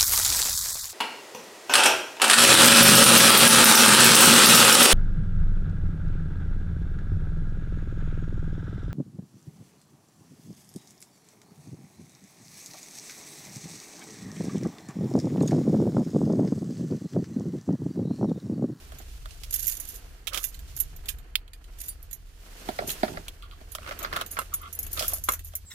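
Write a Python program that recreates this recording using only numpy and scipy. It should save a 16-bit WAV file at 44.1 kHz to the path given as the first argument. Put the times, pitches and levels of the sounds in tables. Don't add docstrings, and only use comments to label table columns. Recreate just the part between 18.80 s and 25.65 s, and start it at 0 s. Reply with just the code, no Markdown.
import sys
import numpy as np
from scipy import signal
from scipy.fft import rfft, irfft, next_fast_len
from scipy.io import wavfile

SR = 44100
rng = np.random.default_rng(int(sys.argv[2]) if len(sys.argv) > 2 else 0)


def bounce(signal):
    frames = np.transpose(np.atleast_2d(signal))
    limited = np.clip(frames, -1, 1)
    pcm = np.round(limited * 32767).astype(np.int16)
    wavfile.write(sys.argv[1], SR, pcm)


N = 302085
TIME = np.arange(N) / SR
BLOW_SIZE = 4800
FIRST_10_MS = SR // 100

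# (time [s], low tone [dB], firing tone [dB], rumble [dB])
IDLE_LEVELS = [(0.0, -47.5, -60.5, -42), (3.64, -47.5, -57.5, -43.5), (6.6, -58, -45, -36.5),
               (6.85, -64, -49, -43.5)]
# (low [Hz], firing [Hz])
IDLE_TONES_HZ = (36.6, 82.1)
# (time [s], level [dB])
RUSTLE_LEVELS = [(0.2, -53.5), (0.42, -59.5), (1.15, -54), (1.5, -58), (2.35, -57), (2.75, -61.5),
                 (2.97, -58), (3.53, -62), (3.8, -47.5), (4.3, -48), (4.56, -57.5), (4.95, -57),
                 (5.16, -47), (5.8, -55.5), (6.15, -52), (6.65, -63.5)]
# (time [s], level [dB])
HISS_LEVELS = [(0.6, -58), (1.1, -54), (1.43, -65.5), (1.88, -56.5), (2.35, -65), (2.44, -68), (2.7, -76.5),
               (2.98, -61), (3.42, -67.5), (3.75, -55), (3.97, -50.5), (4.3, -50), (4.66, -68.5),
               (5.16, -54), (5.35, -58.5), (6.1, -59), (6.85, -65.5)]

# (time [s], level [dB], hardness [octaves above DULL_HZ],
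# treble fall [dB per octave], t60 [s])
KNOCKS_ON_PLASTIC = [(0.1198, -41, 1.53, 2, 0.071), (0.2, -42.5, 0.27, 2.5, .12),
                     (0.4568, -36.5, 2.5, 4.5, 0.03), (0.635, -35, 4.03, 0, 0.09),
                     (1.4709, -29, 3.6, 0, 0.022), (1.4755, -22, 3.87, 4, 0.079),
                     (1.5334, -27.5, 4.4, 5, 0.048), (1.5449, -25, 3.4, 0.5, 0.098),
                     (1.5591, -37, 4.8, 5, 0.078), (1.5745, -22, 3.9, 1.5, 0.072),
                     (2.285, -33, 4.7, 1, 0.022), (2.6784, -44.5, 4, 10, 0.046),
                     (3.8877, -19, 0.35, 4, .077), (3.9884, -18.5, 1.55, 7.5, 0.074),
                     (4.021, -27, 1.1, 24, 0.18), (4.0929, -30.5, 3.37, 0.5, 0.25),
                     (4.2316, -9.5, 0.55, 6, 0.12), (4.2797, -28.5, 1.73, 5.5, 0.044),
                     (4.3719, -25.5, 1.77, 10, 0.046), (4.4819, -28.5, 3.9, 5, 0.045),
                     (4.6238, -34, 4.54, 40, 0.18), (4.7118, -46, 3.5, 7, 0.25),
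                     (4.8125, -41, 0.27, 3.5, .044), (4.95, -31.5, 2.05, -1, 0.051),
                     (4.9837, -34, 1.9, 6, 0.014), (5.0632, -37, 2.4, 25, 0.12),
                     (5.1098, -25, 1.94, 16, 0.1), (5.2185, -36, 1.4, 11, 0.036),
                     (5.2469, -20, 2.8, 17.5, 0.072), (5.3274, -26, 2.3, 5, 0.056),
                     (5.364, -21.5, 2.4, 3.5, 0.044), (5.4116, -23.5, 2.57, 2.5, 0.044),
                     (5.5686, -28, 2.4, 17, 0.06), (6.1741, -25.5, 2.84, 7, 0.067),
                     (6.1937, -22, 4.45, 1, .13), (6.2068, -29, 1.3, 4, .08), (6.2244, -31, 0.76, -1, 0.3),
                     (6.3285, -33, 1.4, 17, 0.094), (6.379, -48, 1.2, 12, 0.066),
                     (6.534, -32, 2.7, 18, .13), (6.7354, -44.5, 1.4, 1, .06)]
# (frequency [Hz], width [Hz], level [dB])
COLUMN_MODES = [(211, 33, 1), (390, 154, -0.5), (624, 60, 8), (733, 99, 3.5), (1137, 296, 1),
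                (1392, 97, 6.5), (1640, 220, 0.5), (2180, 840, -1.5), (2870, 380, 1), (3205, 330, 3.5),
                (4540, 1200, 2.5), (5930, 8400, -7), (11700, 8200, -9)]
DULL_HZ, BASS_FALL_DB_PER_OCTAVE = 297, 10
EAR_LAG_S = 0.00032

# (time [s], level [dB], sparkle over clack [dB])
KEY_TOUCHES = [(0.185, -45.5, 8), (0.5076, -66, -13.5), (0.7294, -38.5, 8), (0.74, -25, 18),
               (0.7925, -35, 18), (0.829, -34, 13), (0.8686, -28, 26), (0.879, -25, 16),
               (0.9994, -33.5, 18), (1.088, -36.5, 31), (1.122, -53, 11), (1.64, -27.5, 10.5),
               (1.7433, -47, 3), (1.791, -48, 4.5), (1.9643, -36.5, 17), (1.9725, -41, 8.5),
               (1.9892, -35, 34), (2.0008, -28.5, 15), (2.1623, -47, 13), (2.257, -43.5, 3),
               (2.288, -32, 0.5), (2.385, -53, 6), (2.733, -48, 0.5), (2.8411, -59, -4), (2.985, -59, 0),
               (3.014, -46.5, 2), (3.083, -32.5, 13.5), (3.2273, -50.5, 44), (3.3104, -45, 8),
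               (3.3292, -35.5, 14), (4.075, -40, 5), (4.102, -33.5, 0.5), (4.921, -45, 7.5),
               (5.1894, -38.5, 7), (5.2276, -35, 7), (5.462, -39.5, 8), (5.738, -30, 13), (5.927, -39, 15),
               (5.9892, -32, 18), (6.0292, -34, 16), (6.065, -37.5, 9), (6.13, -30.5, 43),
               (6.28, -24.5, 22), (6.334, -26, 34), (6.438, -31, 21), (6.52, -28, 13), (6.536, -30.5, 12),
               (6.592, -44, 5), (6.6742, -48.5, 19), (6.7526, -29.5, 18.5)]
# (frequency [Hz], level [dB])
BUNCH_MODES = [(6200, -12), (6800, -9), (7180, -7), (10120, -6), (10750, -7), (11120, -5), (11810, -2),
               (12190, 0), (12570, -1), (12745, 1), (13410, 0)]
TICK_SHARE = .35
# (time [s], length [s], level [dB])
BUNCH_SHAKES = [(0.71, 0.21, -32), (0.93, 0.24, -43), (1.55, 0.13, -39), (1.958, 0.075, -41),
                (2.28, 0.053, -50), (2.99, 0.089, -41), (4.08, 0.035, -30), (5.51, 0.027, -40),
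                (6.02, 0.03, -46.5), (6.12, 0.27, -37.5), (6.44, 0.051, -45), (6.645, .035, -46)]
SHAKE_ATTACK_S, SHAKE_RELEASE_S, TOUCHES_PER_S = 0.0043, 0.017, 70

# (time [s], length [s], level [dB])
BLADE_GRATES = [(1.54, 0.03, -39), (1.615, 0.0074, -53), (5.028, 0.047, -51), (5.075, 0.051, -41),
                (5.195, 0.072, -42.5), (5.335, 0.085, -37), (5.572, 0.044, -40.5), (6.175, 0.069, -39),
                (6.285, 0.081, -51.5), (6.497, 0.016, -41)]
GRATE_ATTACK_S, GRATE_RELEASE_S = .009, 0.011
# (time [s], length [s], level [dB])
COLUMN_SHUDDERS = [(3.86, 0.038, -48), (4.0, 0.085, -40), (4.245, 0.13, -38.5)]
SHUDDER_ATTACK_S, SHUDDER_RELEASE_S = 0.0058, 0.032
# (time [s], length [s], level [dB])
LOCK_CREAKS = [(4.635, 0.03, -49.5), (4.718, 0.016, -49.5), (5.722, 0.024, -41), (5.82, 0.057, -40.5)]
CREAK_ATTACK_S, CREAK_RELEASE_S = 0.0093, 0.01
# (frequency [Hz], width [Hz], level [dB])
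CREAK_RESONANCES = [(1154, 88, -2.5), (1410, 13, 2), (2020, 230, -14), (3330, 410, -6.5)]

# (time [s], level [dB], left over right [dB], which key)
FREE_CLINKS = [(2.003, -24, -12, "small"), (2.288, -30, -8, "flat"), (3.089, -33, -6, "long"),
               (4.918, -36.5, -16, "door"), (5.513, -31.5, -7, "door"), (5.740, -22, -1, "door"),
               (5.815, -44, -1, "door"), (5.930, -34, -19, "door"), (5.95, -34, -3, "door"),
               (5.99, -28.5, -1, "door"), (6.28, -33, -13, "small"), (6.646, -42, -7, "small")]
KEY_MODES = {"small": [(10170, -2, .06), (11350, -9, .08), (11820, 0, .064), (12860, -5, .07),
             (13520, -7, .07)], "flat": [(10160, -18, .1), (11960, 0, .07)], "long": [(4662, -25, .2),
             (6794, -20, .08), (8484, -5, .1), (9706, -6, .1), (10060, -10, .08), (11970, 0, .04),
             (14340, -17, .16)], "door": [(6648, -14, .045), (6950, -18, .05), (10140, -8.5, .13),
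             (12090, -16, .05), (12850, -12, .05), (13410, -4, .045)]}
CLINK_UNEVEN_DB = 2

FLIP_S, FLIP_DB = 2.5552, -9
# (frequency [Hz], level [dB], t60 [s])
FOB_MODES = [(2620, 9, 0.0027), (3150, -2.5, 0.013), (3540, -4.5, 0.014), (3640, -8, 0.014),
             (4630, -22, 0.014), (6960, -2.5, 0.004)]
# (time [s], level [dB], left over right [dB])
LOCK_DETENTS = [(5.589, -21, -5), (6.4875, -14, -2)]
# (frequency [Hz], level [dB], t60 [s])
LOCK_MODES = [(230, -27, .07), (620, -19, .05), (1040, -4, .05), (1165, -4, .06), (1320, -2, .06),
              (1450, -10, .04), (2150, -9, .055), (2750, -10, .05), (3400, -14, .04), (4100, -12, .04)]

# (frequency [Hz], relative density [dB per Hz])
RUMBLE_SPECTRUM = [(13, -43), (22, -5.5), (43, -5), (51, -7.5), (65, -9), (88, -18), (103, -23.5),
                   (156, -25), (183, -40.5), (220, -66), (290, -36), (480, -120)]
# (frequency [Hz], relative density [dB per Hz])
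RUSTLE_SPECTRUM = [(76, -17), (130, -5.5), (257, -6), (479, -5.5), (573, -12), (695, -6), (818, -12),
                   (1220, -11), (1310, -9.5), (1720, -10), (2240, -13.5), (3110, -15.5), (3770, -33),
                   (4500, -16.5), (5850, -88), (9900, -120)]
# (frequency [Hz], relative density [dB per Hz])
HISS_SPECTRUM = [(1650, -14), (2800, -4), (4800, -5), (6340, -5.5), (7720, -7.5), (14900, -10),
                 (16000, -36)]
# (frequency [Hz], relative density [dB per Hz])
JINGLE_SPECTRUM = [(710, -34), (1200, -22), (1380, -24.5), (1560, -18), (1810, -17.5), (2180, -18),
                   (3700, -13.5), (5840, -9), (6950, -3.5), (7660, -11), (8910, -5.5), (12300, -0.5),
                   (15200, -11.5), (16000, -41)]
# (frequency [Hz], relative density [dB per Hz])
GRATE_SPECTRUM = [(76, -17.5), (130, -20.5), (314, -15), (389, -13.5), (647, -12.5), (939, -13.5),
                  (1190, -8), (1530, -10), (1720, -13), (3700, -20), (9460, -32.5), (14000, -31.5)]
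# (frequency [Hz], relative density [dB per Hz])
THUD_SPECTRUM = [(53, -12), (90, 3.5), (296, -3), (392, 4), (479, -9), (690, -6), (883, -10), (1320, -40),
                 (1500, -41), (1950, -45), (3300, -120)]

# (time [s], left over right [dB])
HAND_PAN = [(0, -7), (0.7, -8), (1.5, -11.5), (2.0, -9.5), (2.55, -7.5), (3.3, -8), (3.9, -3.5), (5.3, -3),
            (6.2, -3), (6.85, -2)]
# (frequency [Hz], correlation [-1 to 1])
LEFT_RIGHT_LIKENESS = [(30, 0.93), (250, 0.93), (550, 0.52), (1100, 0.069), (3000, 0.05), (15000, 0.027)]
CAB_T60_S = 0.1
CUTOFF_HZ = 15800


def from_db(db):
    return 10 ** (np.asarray(db) / 20)


def rms(x):
    return np.sqrt(np.mean(x ** 2) + 1e-20)


def in_time(rows):
    s, *columns = np.transpose(rows)
    return [np.interp(TIME, s, column) for column in columns]


def at_hz(points, hz):
    f, value = np.transpose(points)
    return np.interp(np.log(hz + 1e-3), np.log(f), value)


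def add(out, s, sound):
    start = max(round(s * SR), 0)
    out[:, start:start + sound.shape[1]] += sound[:, :N - start]


def panned(pan_db):
    gains = from_db(np.array([pan_db, -pan_db]).reshape(2, -1) / 2)
    return gains / np.sqrt(np.mean(gains ** 2, axis=0))


def band_filters(edges):
    return [signal.butter(2, pair, "band", fs=SR, output="sos") for pair in zip(edges, edges[1:])]


def colour(x, spectrum, ripple_db=0, spacing_hz=110):
    size = 2 * next_fast_len(x.shape[-1] // 2 + 512)
    hz = np.arange(size // 2 + 1) * SR / size + 1
    low_skirt = np.minimum(hz / spectrum[0][0], 1) ** 3
    high_skirt = np.minimum(spectrum[-1][0] / hz, 1) ** 3
    bumps = np.clip(rng.standard_normal(512), -2, 2)
    ripple = ripple_db * np.interp(hz / spacing_hz, np.arange(512), bumps)
    gain = from_db(at_hz(spectrum, hz) + ripple) * low_skirt * high_skirt
    cepstrum = irfft(np.log(gain + 1e-6))
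    cepstrum[1:size // 2] *= 2
    cepstrum[size // 2 + 1:] = 0
    return irfft(rfft(x, size) * np.exp(rfft(cepstrum)))[..., :x.shape[-1]]


def stereo_noise(size):
    padded = next_fast_len(size)
    mid, side = rfft(rng.standard_normal((2, padded)))
    hz = np.arange(len(mid)) * SR / padded
    alike = np.clip(at_hz(LEFT_RIGHT_LIKENESS, hz), -1, 1)
    shared = np.sqrt((1 + alike) / 2) * mid
    opposed = np.sqrt((1 - alike) / 2) * side * [[1], [-1]]
    return irfft(shared + opposed, padded)[:, :size]


def texture(spectrum, grain_db, grains_per_s, ripple_db=0):
    slip = np.cumsum(rng.random(N) < grains_per_s / SR)
    strength = from_db(grain_db * np.clip(rng.standard_normal(N + 1)[slip], -2, 2))
    x = colour(stereo_noise(N) * strength, spectrum, ripple_db)
    return x / rms(x.mean(0))


def dying(t60):
    return from_db(-60 * np.arange(BLOW_SIZE) / SR / max(t60, .002))


def impact(t60, crack_db, crack_t60, cab_db, rise_t60):
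    crack = from_db(crack_db) * dying(crack_t60)
    reflections = from_db(cab_db) * dying(CAB_T60_S)
    envelope = crack + dying(t60) + reflections
    return stereo_noise(BLOW_SIZE) * envelope * (1 - dying(rise_t60))


def weighted(x, filters, levels_db):
    bands = [signal.sosfilt(sos, x) for sos in filters]
    return sum(band * from_db(db) / rms(band[:, :FIRST_10_MS]) for band, db in zip(bands, levels_db))


def ringing(modes):
    out = 0
    for hz, db, t60 in modes:
        cycles = hz * TIME[:BLOW_SIZE] + rng.random((2, 1))
        out = out + from_db(db) * dying(t60) * np.sin(2 * np.pi * cycles)
    return out


def resonate(x, modes):
    out = 0
    for k, (hz, width, db) in enumerate(modes):
        r = np.exp(-np.pi * width / SR)
        poles = [1, -2 * r * np.cos(2 * np.pi * hz / SR), r * r]
        gain = (-1) ** k * from_db(db) * (1 - r * r) / 2
        out = out + gain * signal.lfilter([1, 0, -1], poles, x)
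    return out


def strokes(rows, attack_s, release_s):
    out = 0
    for s, length, db in rows:
        swell, fade = (TIME - s) / attack_s, (s + length - TIME) / release_s
        out = out + from_db(db) * np.exp(np.clip(np.minimum(swell, fade), -20, 0))
    return out


def background(rustle_db=-2.74, hiss_db=0.0, rumble_db=-3.0, tones_db=-2, pan_db=-3.5, waver_hz=0.33):
    (mid_db,), (high_db,) = in_time(RUSTLE_LEVELS), in_time(HISS_LEVELS)
    *tone_levels_db, low_db = in_time(IDLE_LEVELS)
    rustle = from_db(mid_db + rustle_db) * texture(RUSTLE_SPECTRUM, grain_db=2.5, grains_per_s=200)
    hiss = from_db(high_db + hiss_db) * texture(HISS_SPECTRUM, grain_db=1.5, grains_per_s=90)
    rumble = from_db(low_db + rumble_db) * texture(RUMBLE_SPECTRUM, grain_db=-3.5, grains_per_s=4)
    waver = waver_hz * np.interp(TIME, np.linspace(0, TIME[-1], 20), rng.standard_normal(20))
    tones = 0
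    for hz, db in zip(IDLE_TONES_HZ, tone_levels_db):
        phase = 2 * np.pi * np.cumsum(hz + waver) / SR
        tones = tones + from_db(db + tones_db) * np.sqrt(2) * np.sin(phase)
    return (rustle + hiss) * panned(pan_db) + rumble + tones


def knocks(level_db=-1.5, crack_share=1.0, push_db=5, contact_hz=1200):
    edges = np.array([130, 500, 950, 2400, 5000, 17000])
    out, filters = np.zeros((2, N)), band_filters(edges)
    octaves = np.log2(np.sqrt(edges[:-1] * edges[1:]) / DULL_HZ)
    t = TIME[:BLOW_SIZE] - np.array([[EAR_LAG_S], [0]])
    push = (t >= 0) * np.exp(-2 * np.pi * contact_hz * np.abs(t))
    push = from_db(push_db) * push / push.sum(1, keepdims=True)
    for s, db, hardness, treble_fall, t60 in KNOCKS_ON_PLASTIC:
        rattle = impact(t60, crack_db=-69, crack_t60=crack_share * t60, cab_db=-37.0, rise_t60=0.0017)
        blow = rattle / np.linalg.norm(rattle) + push
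        bass_loss = BASS_FALL_DB_PER_OCTAVE * (hardness - octaves)
        treble_loss = treble_fall * (octaves - hardness)
        bands_db = db - np.maximum(bass_loss, treble_loss)
        add(out, s, weighted(resonate(blow, COLUMN_MODES), filters, bands_db))
    return from_db(level_db) * out


def touch(bright_db, filters, ring_db=-14, ring_t60=0.025, uneven_db=7, detune=0.0058):
    chatter = impact(t60=0.067, crack_db=22.5, crack_t60=0.0073, cab_db=-8.0, rise_t60=0.019)
    tick = colour(chatter, JINGLE_SPECTRUM, ripple_db=5.5)
    tick = weighted(tick, filters, (-bright_db, -TICK_SHARE * bright_db, 0))
    modes = [(hz * (1 + detune * rng.uniform(-1, 1)), db + uneven_db * rng.uniform(-1, 1), ring_t60)
             for hz, db in BUNCH_MODES]
    return tick + from_db(ring_db) * ringing(modes)


def key_touches(level_db=4.0, swing_db=5.0):
    out, filters = np.zeros((2, N)), band_filters((1500, 5000, 9500, 17000))
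    for s, db, bright_db in KEY_TOUCHES:
        pan = panned(swing_db * rng.standard_normal())
        add(out, s, from_db(db + level_db) * touch(bright_db, filters) * pan)
    return out


def shaken_bunch(touch_db=-1, slide_db=-5, bright_db=11, uneven_db=5, count=12, size=900):
    out, filters = np.zeros((2, N)), band_filters((1500, 5000, 9500, 17000))
    shaking = strokes(BUNCH_SHAKES, SHAKE_ATTACK_S, SHAKE_RELEASE_S)
    pairs = [touch(bright_db, filters) for _ in range(count)]
    for k, (late, strength, pair) in enumerate(rng.random((size, 3))):
        s = (k + late) / TOUCHES_PER_S
        if s < TIME[-1]:
            gain = shaking[int(s * SR)] * from_db(touch_db + uneven_db * (2 * strength - 2))
            add(out, s, gain * pairs[int(pair * count)])
    slides = texture(JINGLE_SPECTRUM, grain_db=6.5, grains_per_s=400, ripple_db=5)
    return out + from_db(slide_db) * shaking * slides


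def friction(grate_db=1.5, shudder_db=-2, creak_db=-3.5):
    grit = texture(GRATE_SPECTRUM, grain_db=5.5, grains_per_s=450, ripple_db=3.5)
    creak = resonate(grit, CREAK_RESONANCES)
    thud = texture(THUD_SPECTRUM, grain_db=4, grains_per_s=300)
    grates = strokes(BLADE_GRATES, GRATE_ATTACK_S, GRATE_RELEASE_S) * grit
    creaks = strokes(LOCK_CREAKS, CREAK_ATTACK_S, CREAK_RELEASE_S) * creak / rms(creak)
    shudders = strokes(COLUMN_SHUDDERS, SHUDDER_ATTACK_S, SHUDDER_RELEASE_S) * thud
    return from_db(grate_db) * grates + from_db(creak_db) * creaks + from_db(shudder_db) * shudders


def key_clinks(level_db=7, rise_t60=0.001):
    out = np.zeros((2, N))
    for s, db, pan_db, key in FREE_CLINKS:
        modes = [(hz, mode_db + CLINK_UNEVEN_DB * rng.uniform(-1, 1), t60)
                 for hz, mode_db, t60 in KEY_MODES[key]]
        clink = ringing(modes) * (1 - dying(rise_t60))
        add(out, s, from_db(db + level_db) * clink * panned(pan_db))
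    return out


def blade_flip(snap_db=-14, tick_db=-17, ring_rise_t60=.0015, low_cut_hz=1400):
    out, filters = np.zeros((2, N)), band_filters((2400, 5000, 17000))
    burst = impact(t60=0.018, crack_db=-15, crack_t60=0.007, cab_db=-23.5, rise_t60=0.0042)
    snap = weighted(burst, filters, (snap_db, tick_db))
    click = ringing(FOB_MODES) * (1 - dying(ring_rise_t60)) + snap
    click = signal.sosfilt(signal.butter(2, low_cut_hz, "high", fs=SR, output="sos"), click)
    add(out, FLIP_S, from_db(FLIP_DB) * click)
    return out


def detents(snap_db=-14, pins_db=-10):
    out = np.zeros((2, N))
    for s, db, pan_db in LOCK_DETENTS:
        burst = impact(t60=0.2, crack_db=17, crack_t60=.02, cab_db=-16, rise_t60=0.0065)
        snap = colour(burst, GRATE_SPECTRUM)
        pins = colour(burst, JINGLE_SPECTRUM, ripple_db=5)
        clack = ringing(LOCK_MODES) + from_db(snap_db) * snap / rms(snap[:, :FIRST_10_MS])
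        clack = clack + from_db(pins_db) * pins / rms(pins[:, :FIRST_10_MS])
        add(out, s, from_db(db) * clack * panned(pan_db))
    return out


def scene():
    hand_db, = in_time(HAND_PAN)
    in_hand = knocks() + key_touches() + shaken_bunch() + friction() + blade_flip()
    return background() + in_hand * panned(hand_db) + key_clinks() + detents()


def record(dry):
    return signal.sosfilt(signal.ellip(10, .2, 80, CUTOFF_HZ, fs=SR, output="sos"), dry)


dry = scene()
out = record(dry)
bounce(out)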